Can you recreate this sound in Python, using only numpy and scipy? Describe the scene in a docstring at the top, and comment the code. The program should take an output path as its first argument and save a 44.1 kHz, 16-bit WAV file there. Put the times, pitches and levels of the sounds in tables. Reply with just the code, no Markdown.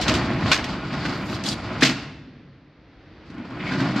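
"""In a large hard room with a soft rush of varying level, an empty steel file drawer is unlatched,
rolled out until it slams on its stop, and after a pause pushed back.
Rolling, scraping and rubbing are filtered noise and random grains; blows are decaying noise bursts and
struck parts sums of damped modes. Friction and blows excite the steel's response; a diffuse tail follows."""
import sys
import numpy as np
from scipy import signal
from scipy.fft import rfft, irfft
from scipy.io import wavfile
from scipy.ndimage import uniform_filter1d

SR = 44100
rng = np.random.default_rng(int(sys.argv[2]) if len(sys.argv) > 2 else 0)


def log_audio(samples):
    """Write samples as a 16-bit WAV file to the path given in sys.argv[1]."""
    # one column per channel
    frames = np.atleast_2d(samples).T
    # limit to full scale, then quantise
    limited = np.clip(frames, -1, 1)
    pcm = np.round(limited * 32767).astype(np.int16)
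    wavfile.write(sys.argv[1], SR, pcm)


N = 176400
T = np.arange(N) / SR  # time [s]


def amp(db):
    """Level to amplitude ratio: 20 dB is a factor of ten."""
    return 10 ** (np.asarray(db) / 20)


def unit(x):
    """Normalises signal power: scales to rms 1."""
    return x / np.sqrt(np.mean(x ** 2) + 1e-20)


def read(points, hz):
    """Interpolates a table over logarithmic frequency, as pitch is heard."""
    f, value = np.transpose(points)
    return np.interp(np.log(hz + 1), np.log(f + 1), value)


def level(rows, order=1):
    """Amplitude envelope, linear in decibels, from one table column; falls by up to 120 dB outside it."""
    fade_s = 0.0207  # time to fall 60 dB
    rows = np.array(rows)
    outside = np.maximum(rows[0, 0] - T, 0) + np.maximum(T - rows[-1, 0], 0)
    inside_db = np.interp(T, rows[:, 0], rows[:, order])
    return amp(inside_db - 60 * np.minimum(outside / fade_s, 2))


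def colour(x, points, tilt_db=0):
    """Minimum-phase filtering: a causal filter of unit power with the given spectrum and tilt per octave."""
    hz = abs(np.fft.fftfreq(4096, 1 / SR))
    octaves = np.log2(np.clip(hz, 300, 8000) / 2000)
    log_gain = np.log(amp(read(points, hz) + tilt_db * octaves))
    # the Hilbert transform of log gain gives the phase
    taps = np.fft.ifft(np.exp(np.conj(signal.hilbert(log_gain)))).real
    return signal.fftconvolve(x, taps[None] / np.linalg.norm(taps), axes=1)


def equalise(x, points):
    """Linear filtering without phase shift: a gain curve over frequency."""
    hz = np.fft.rfftfreq(2 * N, 1 / SR)
    return irfft(rfft(x, 2 * N) * amp(read(points, hz)))[..., :N]


def resonate(x, hz, width):
    """Heterodyne resonance: shifts the curve hz to zero, low-passes, shifts back; rms 1."""
    turn = np.exp(2j * np.pi * np.cumsum(hz) / SR)
    r = np.exp(-np.pi * width / SR)
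    return unit((turn * signal.lfilter([1 - r], [1, -r], x / turn)).real)


def through(x, response):
    """Linear superposition: convolves the middle and side signals with a response."""
    return signal.fftconvolve(x, response, axes=1)[:, :N]


def add(mix, s, sound):
    """Superposition: mixes a sound in at a time."""
    part = mix[:, max(round(s * SR), 0):][:, :sound.shape[1]]
    part += sound[:, :part.shape[1]]


def smooth_noise(size, hz):
    """Slow random modulation: noise averaged over 1/hz seconds, rms 1."""
    return unit(uniform_filter1d(rng.standard_normal(size), int(SR / hz)))


def air():
    """Broadband room rush: stationary noise shaped by a spectrum and a slow envelope."""
    # spectrum of the room rush: (frequency [Hz], level [dB])
    spectrum = [(20, -23), (60, 2.5), (130, -1.5), (250, -6.5), (310, 0.5), (370, -7.5), (520, -10.5),
                (900, -16.5), (1900, -16.5), (3000, -24), (4600, -27.5), (6000, -40), (8000, -62),
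                (15000, -70)]
    # its envelope: (time [s], level [dB])
    envelope = [(0, -29.5), (1.8, -43), (2.3, -47.5), (2.7, -52.5), (3.25, -43), (4, -46)]
    return unit(colour(rng.standard_normal((2, N)), spectrum)[:, :N]) * level(envelope)


def room():
    """Diffuse reverberation: noise decays exponentially in each band, longest in the bass."""
    # reverberation time of the room: (frequency [Hz], time to fall 60 dB [s])
    decay_times = [(80, 4.1), (250, 1.39), (600, 0.82), (2000, 0.99), (4500, 0.81), (8000, .55),
                   (14000, 0.41)]
    hz, t, z = signal.stft(rng.standard_normal((2, 2 * SR)), SR, nperseg=256)
    decay = amp(-60 * t / read(decay_times, hz)[:, None])
    tail = signal.istft(z * decay, SR, nperseg=256)[1]
    tail = tail * np.minimum(T[:tail.shape[1]] / 0.0049, 1)  # onset [s]
    return tail / np.linalg.norm(tail[0]) / 1.45


def cabinet():
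    """Modal response of sheet steel: direct contact, a few clear modes and a dense field of weak ones."""
    # resonances of the sheet steel: (frequency [Hz], level [dB])
    resonances = [(646, -1.5), (1077, -10.5), (1295, -6.5), (1440, 2.5), (2186, -3), (2419, -9.5),
                  (4285, -5), (5222, -4)]
    modes_db, modes_t60 = 0.5, 0.071  # level [dB], time to fall 60 dB [s]
    sheet_db, sheet_t60 = -13.5, 0.14
    t = T[:SR // 2]
    damping = np.log(1000) / modes_t60
    modes = sum(amp(modes_db + db) * np.cos(2 * np.pi * hz * t) for hz, db in resonances)
    modes = modes * np.exp(-damping * t) * 2 * damping / SR
    sheet = rng.standard_normal((2, len(t))) * amp(-60 * t / sheet_t60)
    sheet = signal.sosfilt(signal.butter(2, 500, "high", fs=SR, output="sos"), sheet)
    out = (t == 0) + modes + amp(sheet_db) * unit(sheet) / np.sqrt(len(t))
    return out / np.linalg.norm(out[0])


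def friction(spectrum, rough=1):
    """Asperity contact: tiny random impacts and noise, modulated by judder; rougher is grittier."""
    grains_per_s, spread_db = 700, 2
    grain_share, judder_db, judder_hz = 0.28, 1.5, 42.3  # power share and depth at rough = 1
    hits = rng.random(N) < grains_per_s / SR
    strength = amp(spread_db * np.minimum(rng.exponential(1, N), 3))
    grains = rng.standard_normal((2, N)) * hits * strength
    share = np.clip(grain_share * rough, 0, 1)
    force = np.sqrt(share) * unit(grains) + np.sqrt(1 - share) * rng.standard_normal((2, N))
    judder = amp(judder_db * rough * smooth_noise(N, judder_hz))
    return unit(colour(force * judder, spectrum)[:, :N])


def boom():
    """Low-frequency cabinet boom: band-shaped friction noise as the drawer runs back in."""
    # envelope of the boom: (time [s], level [dB])
    envelope = [(3.55, -46.5), (3.86, -23), (4, -45.5)]
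    # its spectrum: (frequency [Hz], level [dB])
    spectrum = [(40, -37), (125, 14), (195, 14.5), (270, -33), (1500, -100)]
    return friction(spectrum, rough=0.56) * level(envelope)


def whisper():
    """High-frequency sliding friction: the inner slide whispers as it runs out."""
    # envelope of the whisper: (time [s], level [dB])
    envelope = [(.9, -84.5), (1.07, -63), (1.22, -61.5), (1.35, -50), (1.39, -69.5)]
    # its spectrum: (frequency [Hz], level [dB])
    spectrum = [(4000, -28.5), (6500, 6), (8000, -3), (10000, -8), (12500, -3), (15000, -14.5)]
    return friction(spectrum) * level(envelope)


def rub():
    """Friction exciting a wandering resonance: the slide rubs hoarsely as the drawer starts back."""
    # envelope of the rub: (time [s], level [dB])
    envelope = [(3.575, -71), (3.605, -33.5), (3.65, -43), (3.672, -32), (3.71, -39.5), (3.76, -48)]
    # its broad spectrum: (frequency [Hz], level [dB])
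    spectrum = [(800, -30), (1900, 4.5), (2400, -2), (2900, -1), (3700, -3), (4300, -26), (7000, -47)]
    squeak_hz, width_hz, squeak_db = 2420, 160, -1
    wander_depth, wander_hz = 0.056, 25  # rms relative pitch change, averaging rate
    grate = friction(spectrum, rough=1.2)
    pitch = squeak_hz * (1 + wander_depth * smooth_noise(N, wander_hz))
    squeak = resonate(grate, pitch, width_hz)
    return unit(grate + amp(squeak_db) * squeak) * level(envelope)


def scrape():
    """Friction exciting narrow modes: the extending slide grates with a moving bright band and squeals."""
    # course of the scrape: (time [s], level [dB], brightest pitch [Hz])
    course = [(1.445, -42.5, 3700), (1.462, -25, 3800), (1.493, -21, 4800), (1.508, -29, 4430),
              (1.528, -28, 3800), (1.545, -39.5, 3730)]
    # spectrum of the grating: (frequency [Hz], level [dB])
    spectrum = [(1200, -23), (2500, -4.5), (3300, 4.5), (4400, -6), (5400, -3), (7000, -4), (10000, -15),
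                (13000, -21), (15500, -48.5)]
    # resonances of the squealing slide: (frequency [Hz], width [Hz], level [dB])
    squeal_modes = [(3416, 76, -3.5), (3900, 72.5, -2.5), (4200, 80, 0), (4660, 140, 4), (5200, 45.2, -5.5)]
    bite_db, bite_width_hz, squeal_db = -1.5, 770, -11.5
    s, _, bite_hz = np.transpose(course)
    grate = friction(spectrum, rough=1.0)
    grate = grate + amp(bite_db) * resonate(grate, np.interp(T, s, bite_hz), bite_width_hz)
    squeal = 0
    for hz, width, db in squeal_modes:
        b, a = signal.iirpeak(hz, hz / width, fs=SR)
        squeal = squeal + amp(db) * unit(signal.lfilter(b, a, grate))
    return unit(unit(grate) + amp(squeal_db) * squeal) * level(course)


def catches():
    """Modal synthesis: each struck part rings in damped modes, with pitch glides and random side signs."""
    # modes of the parts that ring: (frequency [Hz], level [dB], time to fall 60 dB [s])
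    parts = {
        "handle": [(734, 6.5, .06)],
        "rail": [(581, -2, 0.13), (1038, 5.5, .12), (1426, 7, 0.14), (2290, 7.5, .12), (2836, 13, 0.025),
                 (4110, 4, 0.089), (3310, 6.5, 0.031)],
        "roller": [(1566, 0.002, 0.063)],
        "stop": [(134.8, 5, 0.35), (188, -3.5, 0.4), (464, -9.5, 0.41), (1300, -11.5, 0.41),
                 (1376, -7.5, 0.2), (1733, 14.5, 0.017), (2433, 0, 0.18), (2720, -16, 0.75),
                 (3790, -5, 0.217), (4775, -5, 0.25)],
        "box": [(168.4, -12, 0.14), (259.3, 2.5, .06), (299, -6, 0.075)],
    }
    # strikes: (time [s], level [dB], initial relative rise of pitch [1/s], part [name])
    strikes = [(0, -23.5, -1, "handle"), (0.5159, -21.5, 6, "rail"), (1.052, -21, -1.5, "roller"),
               (1.8229, -19, 0, "stop"), (1.827, -6.5, 2, "box"), (3.719, -22, 2.5, "roller"),
               (3.799, -21.5, -1, "roller")]
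    radiation_hz = 152  # below this the panels radiate little
    out, t = np.zeros((2, N)), T[:SR // 2]
    for s, db, glide, part in strikes:
        clock = np.cumsum(1 + glide * t * np.exp(-t)) / SR
        ring = 0
        for hz, mode_db, t60 in parts[part]:
            mode = amp(mode_db - 60 * t / t60) * np.sin(2 * np.pi * hz * clock)
            ring = ring + mode * np.array([[1], [rng.choice([-1, 1])]])
        add(out, s, amp(db) * ring)
    return signal.sosfilt(signal.butter(3, radiation_hz, "high", fs=SR, output="sos"), out)


def knocks():
    """Impact excitation: each blow is a crack, a short chatter of steel and a low thump of the panels."""
    # latch, roller and slide blows: (time [s], level [dB], low thump [dB], brightness [dB per octave])
    blows = [(0.013, -23.5, -29.5, 4), (.021, -24, -41.5, 1.5), (0.0789, -15, -21.5, 1),
             (0.138, -19.5, -21.5, 3.5), (.384, -31, -24.5, -9), (0.459, -22, -29.5, -7),
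             (0.5163, -11, -45, 2), (.583, -25, -21.5, -7), (0.6407, -25.5, -40, 1), (0.9287, -28, -36, -5),
             (1.0527, -25, -33.5, -3.5), (1.2972, -35, -23.5, -1), (1.349, -38, -23, 3),
             (1.4369, -27.5, -21.5, 6.5), (1.8089, -25, -29, 2), (1.823, -12.5, -25.5, -0.5),
             (1.828, -11.5, -17.5, 0), (1.848, -13, -28.5, 3.5), (1.8598, -21.5, -29.5, 2),
             (1.891, -20.5, -16, -1), (3.3, -44.5, -29.5, -1), (3.342, -57, -26, 6),
             (3.379, -40, -23.5, -5.5), (3.503, -37, -40, -6.5), (3.6723, -40, -47, -9),
             (3.7207, -27.5, -28, -3.5), (3.803, -29.5, -39, 0), (3.845, -37, -17.5, 0.5),
             (3.908, -30, -19.5, -4.5), (3.9602, -27.5, -13, -2.5)]
    # spectrum of crack and chatter: (frequency [Hz], level [dB])
    clang = [(100, -26.5), (400, -11), (700, -2.5), (1000, -4.5), (1500, 0.5), (2700, 2), (4600, -1.5),
             (6000, -9), (8000, -18), (10000, -34.5), (12500, -30), (16000, -45.5)]
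    # spectrum of the panel thump: (frequency [Hz], level [dB])
    thump_tone = [(30, -33.5), (90, -23), (150, -12.5), (215, 0.5), (280, 2.5), (340, -4.5), (420, -28.5),
                  (1500, -38), (5000, -81)]
    rise_s, crack_s, chatter_share = 0.0014, 0.0017, 0.91  # time constants, amplitude
    full_s, full_db, growth = 0.026, -12, 0.19  # chatter time at full level; dB of length per dB of level
    clatter_db, clatter_hz = 3, 250  # uneven rebounds
    thump_s, thump_ring_s, thump_ring_share = 0.0021, 0.059, 0.35
    out, t = np.zeros((2, N)), T[:SR // 3]
    for s, db, thump_db, tilt_db in blows:
        high, low = rng.choice([-1., 1.], (2, 2, len(t)))
        chatter_s = full_s * amp(growth * (db - full_db))  # harder blows chatter longer
        rebounds = unit(amp(clatter_db * smooth_noise(len(t), clatter_hz)))
        decay = np.exp(-t / crack_s) + chatter_share * rebounds * np.exp(-t / chatter_s)
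        crack = high * (1 - np.exp(-t / rise_s)) * decay
        add(out, s, amp(db) * colour(crack, clang, tilt_db))
        # an impulse with the energy of a burst that decays over thump_s
        impulse = (t == 0) * np.sqrt(thump_s * SR / 2)
        thump = low * thump_ring_share * np.exp(-t / thump_ring_s) + impulse
        add(out, s, amp(thump_db) * colour(thump, thump_tone))
    return out


def rollers():
    """Rolling contact noise: swelling and sinking drumming of cabinet and panels, gritty rasp and rail hiss."""
    # rolling out: (time [s], rumble [dB], panel drone [dB], roller rasp [dB], rail hiss [dB])
    pull = [(0, -34, -33.5, -32, -35), (.05, -37.5, -34.5, -30.5, -35.5), (.09, -28.5, -22, -24, -33.5),
            (.22, -29.5, -23, -29.5, -38.5), (.35, -42, -23.5, -30.5, -46), (.43, -26, -24.5, -29.5, -39.5),
            (.5, -26, -22.5, -27, -31), (.55, -46.5, -40, -30, -33.5), (.63, -55, -33, -36, -70),
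            (.69, -33.5, -28.5, -32, -38), (.82, -42.5, -31.5, -36, -49.5), (.95, -44, -28.5, -33, -40.5),
            (1.1, -37, -27, -30.5, -36.5), (1.24, -58, -30, -35.5, -47.5), (1.35, -33, -29.5, -33.5, -36),
            (1.39, -43.5, -33, -36, -45), (1.52, -45, -26.5, -35, -49), (1.6, -37.5, -39, -38, -49.5),
            (1.67, -39.5, -31.5, -36, -47), (1.81, -41, -32, -32, -43.5), (2.03, -47, -41.5, -40.5, -45.5),
            (2.2, -52, -51, -58, -81)]
    # rolling in: (time [s], rumble [dB], panel drone [dB], roller rasp [dB], rail hiss [dB])
    push = [(3.26, -71, -69, -75, -61), (3.3, -51, -43, -52, -61), (3.39, -46, -40, -42.5, -66),
            (3.45, -51, -42.5, -45.5, -58), (3.57, -41, -33, -37.5, -54.5), (3.73, -39, -27, -31.5, -37.5),
            (3.85, -47, -23, -30, -38.5), (3.92, -36, -27, -32.5, -45), (4, -46, -32, -28, -37)]
    # cabinet rumble: (frequency [Hz], level [dB])
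    rumble = [(15, -20.5), (40, -16), (70, 0.5), (115, 1), (170, -7), (400, -59), (2000, -93)]
    # panel drone: (frequency [Hz], level [dB])
    drone = [(50, -49), (105, -5), (140, 0), (185, -1), (222, -0.5), (275, 1), (325, -4), (375, -6.5),
             (430, -26.5), (2000, -64.5)]
    # roller rasp: (frequency [Hz], level [dB])
    rasp = [(200, -36.5), (420, 1), (650, 4), (900, 3.5), (1500, 0.5), (2400, -3.5), (3300, -10),
            (6000, -44.5), (12000, -70)]
    # rail hiss: (frequency [Hz], level [dB])
    hiss = [(800, -43), (2200, -9), (3000, 2.5), (4800, 4.5), (5700, -7), (7500, -14.5), (10000, -37),
            (12500, -30.5), (15500, -45)]
    out = np.zeros((2, N))
    for order, (spectrum, rough) in enumerate([(rumble, 0.25), (drone, 0.33), (rasp, 0.93), (hiss, 0.88)], 1):
        out += friction(spectrum, rough) * (level(pull, order) + level(push, order))
    return out


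def scene():
    """Superposition of direct and reverberant sound as middle and side, then left and right."""
    # stereo width: (frequency [Hz], gain of the side signal [dB])
    width = [(30, -5), (120, -33.5), (300, -26), (700, -19), (1400, -20), (2800, -11.5), (5500, -5.5),
             (10000, -1)]
    reverb_db = -13
    steel, hall = cabinet(), room()
    rolling = through(rollers() + scrape() + rub() + whisper() + boom(), steel)
    blows = through(knocks(), steel) + catches()
    reverb = through(amp(reverb_db) * (blows + rolling), hall)
    mid, side = rolling + blows + air() + reverb
    side = equalise(side, width)
    return np.array([mid + side, mid - side])


def record(dry):
    """Transducer response: the microphone dulls the top, peaks saturate softly, then the band is limited."""
    # treble loss of the microphone: (frequency [Hz], gain [dB])
    top_loss = [(9000, -1.5), (13000, -3), (15000, -15)]
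    edge_hz = 15750
    dull = equalise(dry, top_loss)
    soft = dull / (1 + (dull / .95) ** 6) ** (1 / 6)
    low_pass = signal.firwin(511, edge_hz, window=("kaiser", 9), fs=SR)
    return signal.oaconvolve(soft, low_pass[None], "same")


dry = scene()
out = record(dry)
log_audio(out)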